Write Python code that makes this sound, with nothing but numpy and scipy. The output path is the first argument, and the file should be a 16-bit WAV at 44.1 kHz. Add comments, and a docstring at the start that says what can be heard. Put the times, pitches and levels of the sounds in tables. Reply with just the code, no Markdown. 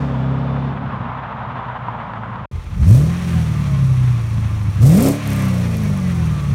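"""A V8 saloon is revved twice a few metres away, sinking slowly back towards idle after each blip.
Firings boom in the exhaust over the lope of uneven cylinders, the pipes growl, gas rushes and spits
from the tailpipes, and chain and pulleys whine through the whirr under the bonnet.
Before that, the car approaches an underpass from far off: its drone fades as the throttle shuts and
the tyre roar takes over. A short silence separates the two scenes."""
import sys
import numpy as np
from scipy import signal
from scipy.fft import rfft, irfft
from scipy.io import wavfile
from scipy.ndimage import uniform_filter1d

SR = 44100
rng = np.random.default_rng(int(sys.argv[2]) if len(sys.argv) > 2 else 0)


def store_wav(level_fs):
    """Save 16-bit WAV to argv[1]."""
    pcm = np.round(np.clip(np.atleast_2d(level_fs), -1, 1) * 32767)
    wavfile.write(sys.argv[1], SR, pcm.T.astype(np.int16))


N = 288414
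TIME = np.arange(N) / SR
CYLINDERS = 8


def undb(db):
    """Decibels to gain."""
    return 10 ** (np.asarray(db) / 20)


def curve(table):
    """Breakpoints joined into a control over time."""
    return np.interp(TIME, *np.transpose(table))


def ramp(start, length):
    """From 0 to 1 in a straight line."""
    return np.clip((TIME - start) / length, 0, 1)


def bump(centre, width):
    """Smooth rise and fall around a moment."""
    return np.exp(-.5 * ((TIME - centre) / width) ** 2)


def burst(start, decay):
    """Instant attack, exponential decay."""
    age = TIME - start
    return (age >= 0) * np.exp(-np.clip(age / decay, 0, 40))


def unit(x):
    """Scale to rms 1."""
    return x / np.sqrt(np.mean(x ** 2))


def response(spectrum, hz):
    """Gain of an EQ curve at hz, falling 40 dB per octave beyond its ends."""
    f, db = np.transpose(spectrum)
    octave = np.log2(np.maximum(hz, 1))
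    beyond = np.abs(octave - np.clip(octave, np.log2(f[0]), np.log2(f[-1])))
    return undb(np.interp(octave, np.log2(f), db) - 40 * beyond)


def colour(x, spectrum):
    """Filter through an EQ curve; rms 1."""
    return unit(irfft(rfft(x) * response(spectrum, np.fft.rfftfreq(N, 1 / SR)), N))


def noise(spectrum):
    """Coloured noise; rms 1."""
    return colour(rng.standard_normal(N), spectrum)


def ticks(hits, spectrum, decay_s):
    """Short bursts of noise at (t/s, level/dB), rung through one EQ curve."""
    envelope = sum(undb(db) * burst(t, decay_s) for t, db in hits)
    gain = unit(response(spectrum, np.fft.rfftfreq(N, 1 / SR)))
    return irfft(rfft(rng.standard_normal(N) * envelope) * gain, N)


def drift(rate_hz):
    """Smooth random wander; rms 1."""
    knots = rng.standard_normal(2000)
    coarse_time = TIME[::32]
    path = np.interp(coarse_time * rate_hz, np.arange(len(knots)), knots)
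    half_step = max(int(len(path) / TIME[-1] / rate_hz / 2), 1)
    return unit(np.interp(TIME, coarse_time, uniform_filter1d(path, half_step)))


def partials(cycle, table, rough, rate_hz, swell_db=0, gain_at=lambda order: 1):
    """Wavering tones at orders (multiples) of the engine cycle rate; rms near 1."""
    tones, power = 0, 0
    for order, db in table:
        gain = undb(db) * gain_at(order)
        waver = 1 + rough * (drift(rate_hz) + 1j * drift(rate_hz))
        swell = undb(swell_db * np.tanh(drift(4)))
        tone = np.exp(2j * np.pi * (order * cycle + rng.random()))
        tones += gain * swell * np.real(waver * tone)
        power += gain ** 2 * (1 + 2 * rough ** 2) / 2
    return tones / np.sqrt(power)


def blend(a, b, share):
    """Equal-power mix, with the given share of a."""
    return np.sqrt(share) * a + np.sqrt(1 - share) * b


def machine_noise(cycle, spectrum, locked, grains):
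    """Clatter that repeats on every engine cycle, and fresh turbulence, through the same resonances."""
    pattern = signal.resample(rng.standard_normal(grains), 8 * grains)
    clatter = np.interp(cycle % 1, np.arange(len(pattern)) / len(pattern), pattern)
    return blend(colour(clatter, spectrum), noise(spectrum), locked)


def layer_db(law, firing_hz, throttle):
    """A layer's fader, riding engine speed and throttle; a power under 1 makes it answer early."""
    # coasting, then full load: level/dB at 120 firings a second, slope/(dB per octave); throttle power
    coast_db, coast_slope, load_db, load_slope, power = law
    octaves = np.log2(firing_hz / 120)
    load = throttle ** power
    return (1 - load) * (coast_db + coast_slope * octaves) + load * (load_db + load_slope * octaves)


# cracks in the road: t/s, knock level/dB, tick level/dB
CRACKS = [(.484, -25, -41), (1.45, -19.5, -39), (1.700, -17.5, -40), (1.884, -12.5, -34), (1.951, -18, -40),
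          (2.135, -18, -23.5), (2.235, -21, -30), (2.357, -20, -27.5)]
# dry tick of the tread: f/Hz, level/dB
TICK_EQ = [(800, -12.5), (1400, 13), (2200, -2.5), (3600, -13), (4500, -22), (6000, -46)]

def road_cracks(ring_hz=960, decay_s=.0043):
    """Each crack rings the tyre tread briefly, with a dry tick on top."""
    knocks = sum(undb(db) * burst(t, decay_s) * np.sin(2 * np.pi * ring_hz * (TIME - t))
                 for t, db, _ in CRACKS)
    distant = signal.sosfilt(signal.butter(4, 2200, fs=SR, output="sos"), knocks)
    return distant + ticks([(t, db) for t, _, db in CRACKS], TICK_EQ, decay_s=.0037)


# tyre roar and fine tread hiss: f/Hz, level/dB
ROAR_EQ = [(300, -25), (650, -6), (980, 1), (1250, -3.5), (1700, -12), (2500, -21), (3500, -27),
           (5000, -49), (8000, -63.5), (15000, -71)]
TREAD_EQ = [(4500, 0.5), (7000, -6), (10000, -16), (15500, -21)]
# fader of the roar: t/s, level/dB
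ROAR_FADER = [(0, -33.5), (.6, -34.5), (.85, -29.5), (1.3, -28.5), (2.45, -32.5)]

def tyres():
    """Tyres roar on the road, their treble opening up as the car comes nearer."""
    roar = noise(ROAR_EQ) * undb(curve(ROAR_FADER) + 1.6 * drift(45.35))
    nearing = undb(-82 + 4.5 * TIME)
    opening_hiss = undb(-57) * burst(0, .2)
    return roar + noise(TREAD_EQ) * (nearing + opening_hiss)


# engine speed on the approach: t/s, cycle rate/Hz
FAR_SPEED = [(0, 35.62), (.18, 32.6), (.4, 33.84), (.8, 34.27), (1.05, 31.8), (1.45, 32.28), (2.1, 28.17),
             (2.45, 26.76)]
# distant drone: order, level/dB
DRONE_ORDERS = [(2, -7), (3, -15.5), (4, 1.5), (5, -9), (6, -11.5), (7, -8.5), (8, -11.5), (10, -33),
                (12, -23)]
# rumble and rasp under the bridge: f/Hz, level/dB
FAR_RUMBLE_EQ = [(18, -57.5), (30, -25), (64, -22.5), (124, -4.5), (156, -12.5), (220, -11), (344, -30),
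                 (400, -32.5), (520, -53), (880, -120)]
FAR_RASP_EQ = [(250, -14), (400, 1.5), (550, 4), (800, -3), (1500, -12), (2600, -19.5), (3500, -23.5),
               (5000, -33), (8000, -48), (15000, -65.5)]

def far_exhaust(lift_off_s=(.67, .81), fade_db_per_s=1):
    """The driver lifts off: the distant drone drops and dissolves into rumble, and a thin whistle stops."""
    cycle = np.cumsum(curve(FAR_SPEED)) / SR
    throttle = np.interp(TIME, lift_off_s, [1, 0])
    level_db = -18.5 - fade_db_per_s * TIME + (1 - throttle) * (-8 + 1.7 * drift(6.9))
    drone = partials(cycle, DRONE_ORDERS, rough=.14, rate_hz=9)
    body = blend(drone, noise(FAR_RUMBLE_EQ), .45 + .5 * throttle)
    rasp = machine_noise(cycle, FAR_RASP_EQ, locked=.29, grains=256) * undb(-13.5)
    whistle = partials(cycle, [(104, 0)], rough=.7, rate_hz=60)
    return (body + rasp) * undb(level_db) + whistle * throttle * undb(-59.5)


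# early reflections off the ground and a wall: delay/s, level/dB
REFLECTIONS = [(.0067, -15.5), (0.0175, -16.5), (.029, -16.5)]

def reflected(x):
    """The direct sound plus its near reflections."""
    return x + sum(undb(db) * np.interp(TIME - delay, TIME, x, left=0) for delay, db in REFLECTIONS)


# whines that ring the engine bay: order, level at resonance/dB
RINGING_ORDERS = [(32, -33), (36, -42.5), (50, -50), (51, -45.5), (63, -50), (64, -46)]

def bay_whistles(cycle, cycle_hz, ring_hz=1184, width_hz=100):
    """Each whine whistles briefly as the revs carry it through a resonance of the engine bay."""
    whistles = 0
    for order, db in RINGING_ORDERS:
        detune = 2 * (order * cycle_hz - ring_hz) / width_hz
        whistles += undb(db) / (1 + detune ** 2) * partials(cycle, [(order, 0)], rough=.17, rate_hz=25)
    return whistles


# chain and pulley whine: order, level/dB
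WHINE_ORDERS = [(32, -12), (36, -2), (38, -14), (40, -19), (43, -15), (45, -4), (50, 0), (51, -7), (56, -5),
                (63, -1), (64, -8), (72, 2.5), (79, -0.5), (85, -6), (88, 0)]
# that whine through the bay, one clear accessory whine, the mechanical whirr: f/Hz, level/dB
BAY_EQ = [(350, -19), (600, -9.5), (850, -10), (1150, -4), (1500, -15.5), (2300, -4), (3200, -25)]
ACCESSORY_EQ = [(480, -14), (600, -1), (830, -4), (1000, -11)]
WHIRR_EQ = [(470, -6), (800, -3), (879, 0), (929, -4.5), (1050, 1.5), (1170, 0.5), (1530, -5.5),
            (2260, -4.5), (2700, -6.5), (2940, -11.5), (3230, -9.5), (4440, -15.5), (4920, -24),
            (5660, -19.5), (7500, -26), (9750, -61), (16500, -120)]
WHIRR_LAW = (-39, 3.5, -36, 5, 5)

def bonnet(cycle, cycle_hz, puff, throttle, coasting, accessory_order=36):
    """The engine whirrs; chain, pulleys and an accessory whine through it while it coasts."""
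    chain = partials(cycle, WHINE_ORDERS, rough=.7, rate_hz=30, swell_db=4,
                     gain_at=lambda order: response(BAY_EQ, order * cycle_hz))
    accessory = partials(cycle, [(accessory_order, 0)], rough=.54, rate_hz=25, swell_db=4)
    accessory *= response(ACCESSORY_EQ, accessory_order * cycle_hz)
    whines = chain * undb(-8.5) + accessory * undb(-9.5)
    whirr = machine_noise(cycle, WHIRR_EQ, locked=.28, grains=512)
    flutter = unit(undb(.5 * puff + 1.44 * drift(60)))
    level_db = layer_db(WHIRR_LAW, CYLINDERS * cycle_hz, throttle)
    return (whines * coasting + whirr * flutter) * undb(level_db)


# breathy pumping rasp: f/Hz, level/dB
PUMP_EQ = [(1100, -8), (1700, 3), (2400, -1), (2900, -4), (4000, -11)]

def pumping_rasp(cycle, cycle_hz, pump):
    """The coasting engine rasps as it pumps, louder at higher revs."""
    rasp = machine_noise(cycle, PUMP_EQ, locked=.19, grains=384)
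    return rasp * pump * undb(-37) * cycle_hz / cycle_hz.max()


# runs of tailpipe spits: t/s, first level/dB, length/s (0 for a single spit)
SPIT_RUNS = [(2.95, -28, 0), (5.0254, -14, 0), (5.0867, -14, 0), (5.2751, -22, .22), (5.7694, -30, 0),
             (5.8366, -30, 0), (5.9744, -29, 0)]
# sharp edge of a spit: f/Hz, level/dB
SPIT_EQ = [(3000, -30), (7000, -6), (10000, -2), (12700, 2), (15500, -11)]

def spits(cycle, fade_db_per_s=43):
    """In each run one cylinder spits on every engine cycle, more and more weakly."""
    hits = []
    for start, db, length in SPIT_RUNS:
        first, last = np.interp([start, start + length], TIME, cycle)
        repeats = np.interp(first + np.arange(1, int(last - first) + 1), cycle, TIME)
        hits += [(t, db - fade_db_per_s * (t - start)) for t in [start, *repeats]]
    return ticks(hits, SPIT_EQ, decay_s=.00083) * undb(-.5)


# fast jet and gentler rush of gas: f/Hz, level/dB
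JET_EQ = [(3000, -7), (5000, 1.5), (6500, 1), (8500, 3.5), (9800, 2.5), (10400, -8), (12000, 1),
          (15500, -6)]
RUSH_EQ = [(1500, -23), (3500, -7.5), (4400, -2.5), (4950, -5), (5700, 1.5), (7500, -6.5), (9600, -2.5),
           (10400, -10), (12000, -10), (15500, -14.5)]

def tailpipe_gas(puff, flow):
    """Gas leaves with each pressure swing; strong flow turns the rush into a bright, spluttering jet."""
    jet = noise(JET_EQ) * unit(undb(2 * puff + 1.75 * drift(150)))
    rush = noise(RUSH_EQ) * unit(undb(.81 * puff + drift(120)))
    return blend(jet, rush, flow)


# pitched growl: order, level/dB
GROWL_ORDERS = [(14, -2), (16, -6), (17, 4.5), (18, -5), (19, -3.5), (20, 1.5), (21, -9), (22, -1), (24, 3),
                (25, -1.5), (26, 4.5), (27, -11), (28, -25), (30, -30)]
# midrange voice of the pipes: f/Hz, level/dB
PIPE_EQ = [(150, -13), (280, 10), (380, 4.5), (480, 2.5), (590, 3), (720, -5), (900, -19), (1400, -54),
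           (3000, -63)]
PIPE_LAW = (-44.5, 8.5, -29.5, 7.5, .85)

def pipe_growl(cycle, cycle_hz, puff, throttle, flow):
    """The pipes growl, and strong flow tears the growl into a turbulent bark."""
    growl = partials(cycle, GROWL_ORDERS, rough=.37, rate_hz=13,
                     gain_at=lambda order: response(PIPE_EQ, order * cycle_hz))
    bark = machine_noise(cycle, PIPE_EQ, locked=.1, grains=192) * unit(1 + .44 * puff)
    level_db = layer_db(PIPE_LAW, CYLINDERS * cycle_hz, throttle) + 2.4
    return blend(bark, growl, .58 + .37 * flow) * undb(level_db)


# lope of uneven cylinders: order, level/dB
LOPE_ORDERS = [(2, -7.5), (3, -4.5), (5, -6), (6, 1), (7, -10.5), (9, -10.5), (10, -4), (11, -10.5),
               (12, -12.5), (13, -9.5), (14, -10)]
# muffler, firing tone coasting, firing tone under load, throb of one bank: f/Hz, level/dB
MUFFLER_EQ = [(25, -22), (45, -8), (62, -6), (85, 2), (120, 0), (185, 0), (220, -7), (290, -16.5),
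              (400, -33), (800, -48)]
COAST_EQ = [(44, -36), (70, -26), (100, -19.5), (115, -17), (128, -11.5), (145, -21), (180, -19.5),
            (210, -24), (245, -36), (290, -27)]
LOAD_EQ = [(60, -1), (80, -8), (98, -2.5), (115, -4.5), (140, -6.5), (215, -9.5), (255, -18.5),
           (290, -13.5)]
BANK_EQ = [(22, -56), (33, -52), (52, -33), (64, -31), (72, -24), (90, -26.5), (105, -24), (140, -17.5)]
# brief swells and dips of the boom: t/s, level/dB, half-width/s
SURGES = [(2.514, 0, 0.011), (2.58, 6, 0.0107), (2.623, -6.5, 0.033), (4.727, -12, 0.0075),
          (6.53, 2.5, 0.038)]
LOPE_LAW, OVERTONE_LAW = (-23, 3.5, -17, -1, .3), (-37.5, -4.5, -14.5, 1, .5)

def exhaust_boom(cycle, cycle_hz, throttle):
    """Eight firings a cycle make the main tone, one bank's four a throb; unequal firings add the lope."""
    firing_hz = CYLINDERS * cycle_hz
    phase = 2 * np.pi * CYLINDERS * cycle
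    firing = np.sqrt(2) * np.sin(phase + .026 * drift(31)) * undb(.5 * drift(25))
    firing *= response(COAST_EQ, firing_hz) ** (1 - throttle) * response(LOAD_EQ, firing_hz) ** throttle
    throb = np.sqrt(2) * np.sin(phase / 2 + .059 * drift(7.4)) * undb(2.6 * drift(9))
    throb *= response(BANK_EQ, firing_hz / 2) * undb(3 * throttle)
    lope = partials(cycle, LOPE_ORDERS, rough=.2, rate_hz=10,
                    gain_at=lambda order: response(MUFFLER_EQ, order * cycle_hz))
    uneven = np.minimum(1, (105 / firing_hz) ** 1.5)  # slow running burns less evenly
    burble = noise(MUFFLER_EQ) * undb(-7 + 2.5 * drift(22)) * uneven
    rumble = (lope + burble) * undb(layer_db(LOPE_LAW, firing_hz, throttle))
    overtones = 0
    for harmonic, db in [(2, 0), (3, -4)]:
        tone = np.sqrt(2) * np.sin(harmonic * phase + 2 * np.pi * rng.random())
        overtones += tone * undb(db) * response(MUFFLER_EQ, harmonic * firing_hz)
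    overtones *= undb(layer_db(OVERTONE_LAW, firing_hz, throttle))
    stumble = undb(2.1 * drift(21.99) * uneven * (1 - throttle))
    # under throttle each turn of the crankshaft, two a cycle, thuds in the pipes
    thud = np.sin(4 * np.pi * cycle) * response(MUFFLER_EQ, 2 * cycle_hz) * throttle * undb(-16.5)
    boom = thud + stumble * (firing + throb + overtones + rumble)
    return boom * undb(sum(db * bump(t, width) for t, db, width in SURGES))


# throttle blips: open t/s, rise/s, shut t/s, fall/s, opening 0-1, lull t/s, lull level/dB
BLIPS = [(2.72, 0.18, 2.948, 0.18, 0.9, 3.19, -4), (4.785, 0.046, 5.08, 0.14, 1, 5.2, -10)]

def pedal():
    """Controls for each blip: the throttle opens and shuts, the pipes lull, then the engine pumps."""
    throttle, lull_db, pump = 0, 0, 0
    for opens, rise, shuts, fall, opening, lull, depth_db in BLIPS:
        throttle += opening * ramp(opens, rise) * (1 - ramp(shuts, fall))
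        lull_db += depth_db * bump(lull, width=.047)
        pump += bump(lull + .13, width=.14)
    return np.clip(throttle, 0, 1), lull_db, pump


# engine speed of the standing car: t/s, cycle rate/Hz
REV_SPEED = [(2.52, 5.3), (2.68, 5.7), (2.76, 6.84), (2.84, 8.9), (2.93, 14.3), (2.99, 17.7), (3.1, 21.1),
             (3.2, 22.3), (3.57, 18.55), (3.79, 16.8), (4.12, 15.26), (4.19, 14.35), (4.56, 13.3),
             (4.78, 12.4), (4.8, 12.7), (4.95, 22.7), (5.04, 33.4), (5.19, 36.2), (5.65, 29.2),
             (5.94, 24.3), (6.35, 18.65), (6.53, 17.3)]
GAS_LAW = (-51, 5.5, -37, 4, 1.6)

def revving():
    """The V8 close up: engine speed and pedal drive the exhaust and engine bay layers together."""
    cycle_hz = curve(REV_SPEED)
    cycle = np.cumsum(cycle_hz) / SR
    throttle, lull_db, pump = pedal()
    coasting = (1 - throttle) * undb(lull_db)
    puff = np.sin(2 * np.pi * CYLINDERS * cycle)  # pressure swing of each firing
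    gas_db = layer_db(GAS_LAW, CYLINDERS * cycle_hz, throttle) + .48 * lull_db + 2.5 * pump
    flow = np.clip((gas_db + 47) / 12, 0, 1)  # 0 coasting slowly, 1 wide open at high revs
    boom = exhaust_boom(cycle, cycle_hz, throttle) * undb(lull_db)
    growl = pipe_growl(cycle, cycle_hz, puff, throttle, flow) * undb(.5 * lull_db)
    whirr = bonnet(cycle, cycle_hz, puff, throttle, coasting)
    rasp = pumping_rasp(cycle, cycle_hz, pump)
    gas = tailpipe_gas(puff, flow) * undb(gas_db + 1.5)
    whistles = bay_whistles(cycle, cycle_hz) * coasting
    return boom + growl + reflected(whirr + rasp + gas) + whistles + spits(cycle)


def scene():
    """The approach, a short silence, then the standing car."""
    approach = far_exhaust() + tyres() + road_cracks()
    far_gate = ramp(0, .004) * (1 - ramp(2.457, .001))
    near_gate = ramp(2.513, .001)
    return (far_gate * approach + near_gate * revving())[None]


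def record(dry):
    """Drop the deepest bass, round the highest peaks and cut the top."""
    low_cut_hz, top_hz = 33, 15850
    thin = signal.sosfilt(signal.butter(3, low_cut_hz, "highpass", fs=SR, output="sos"), dry)
    rounded = thin / (1 + thin ** 8) ** (1 / 8)
    return signal.sosfilt(signal.ellip(10, .2, 80, top_hz, fs=SR, output="sos"), rounded)


dry = scene()
out = record(dry)
store_wav(out)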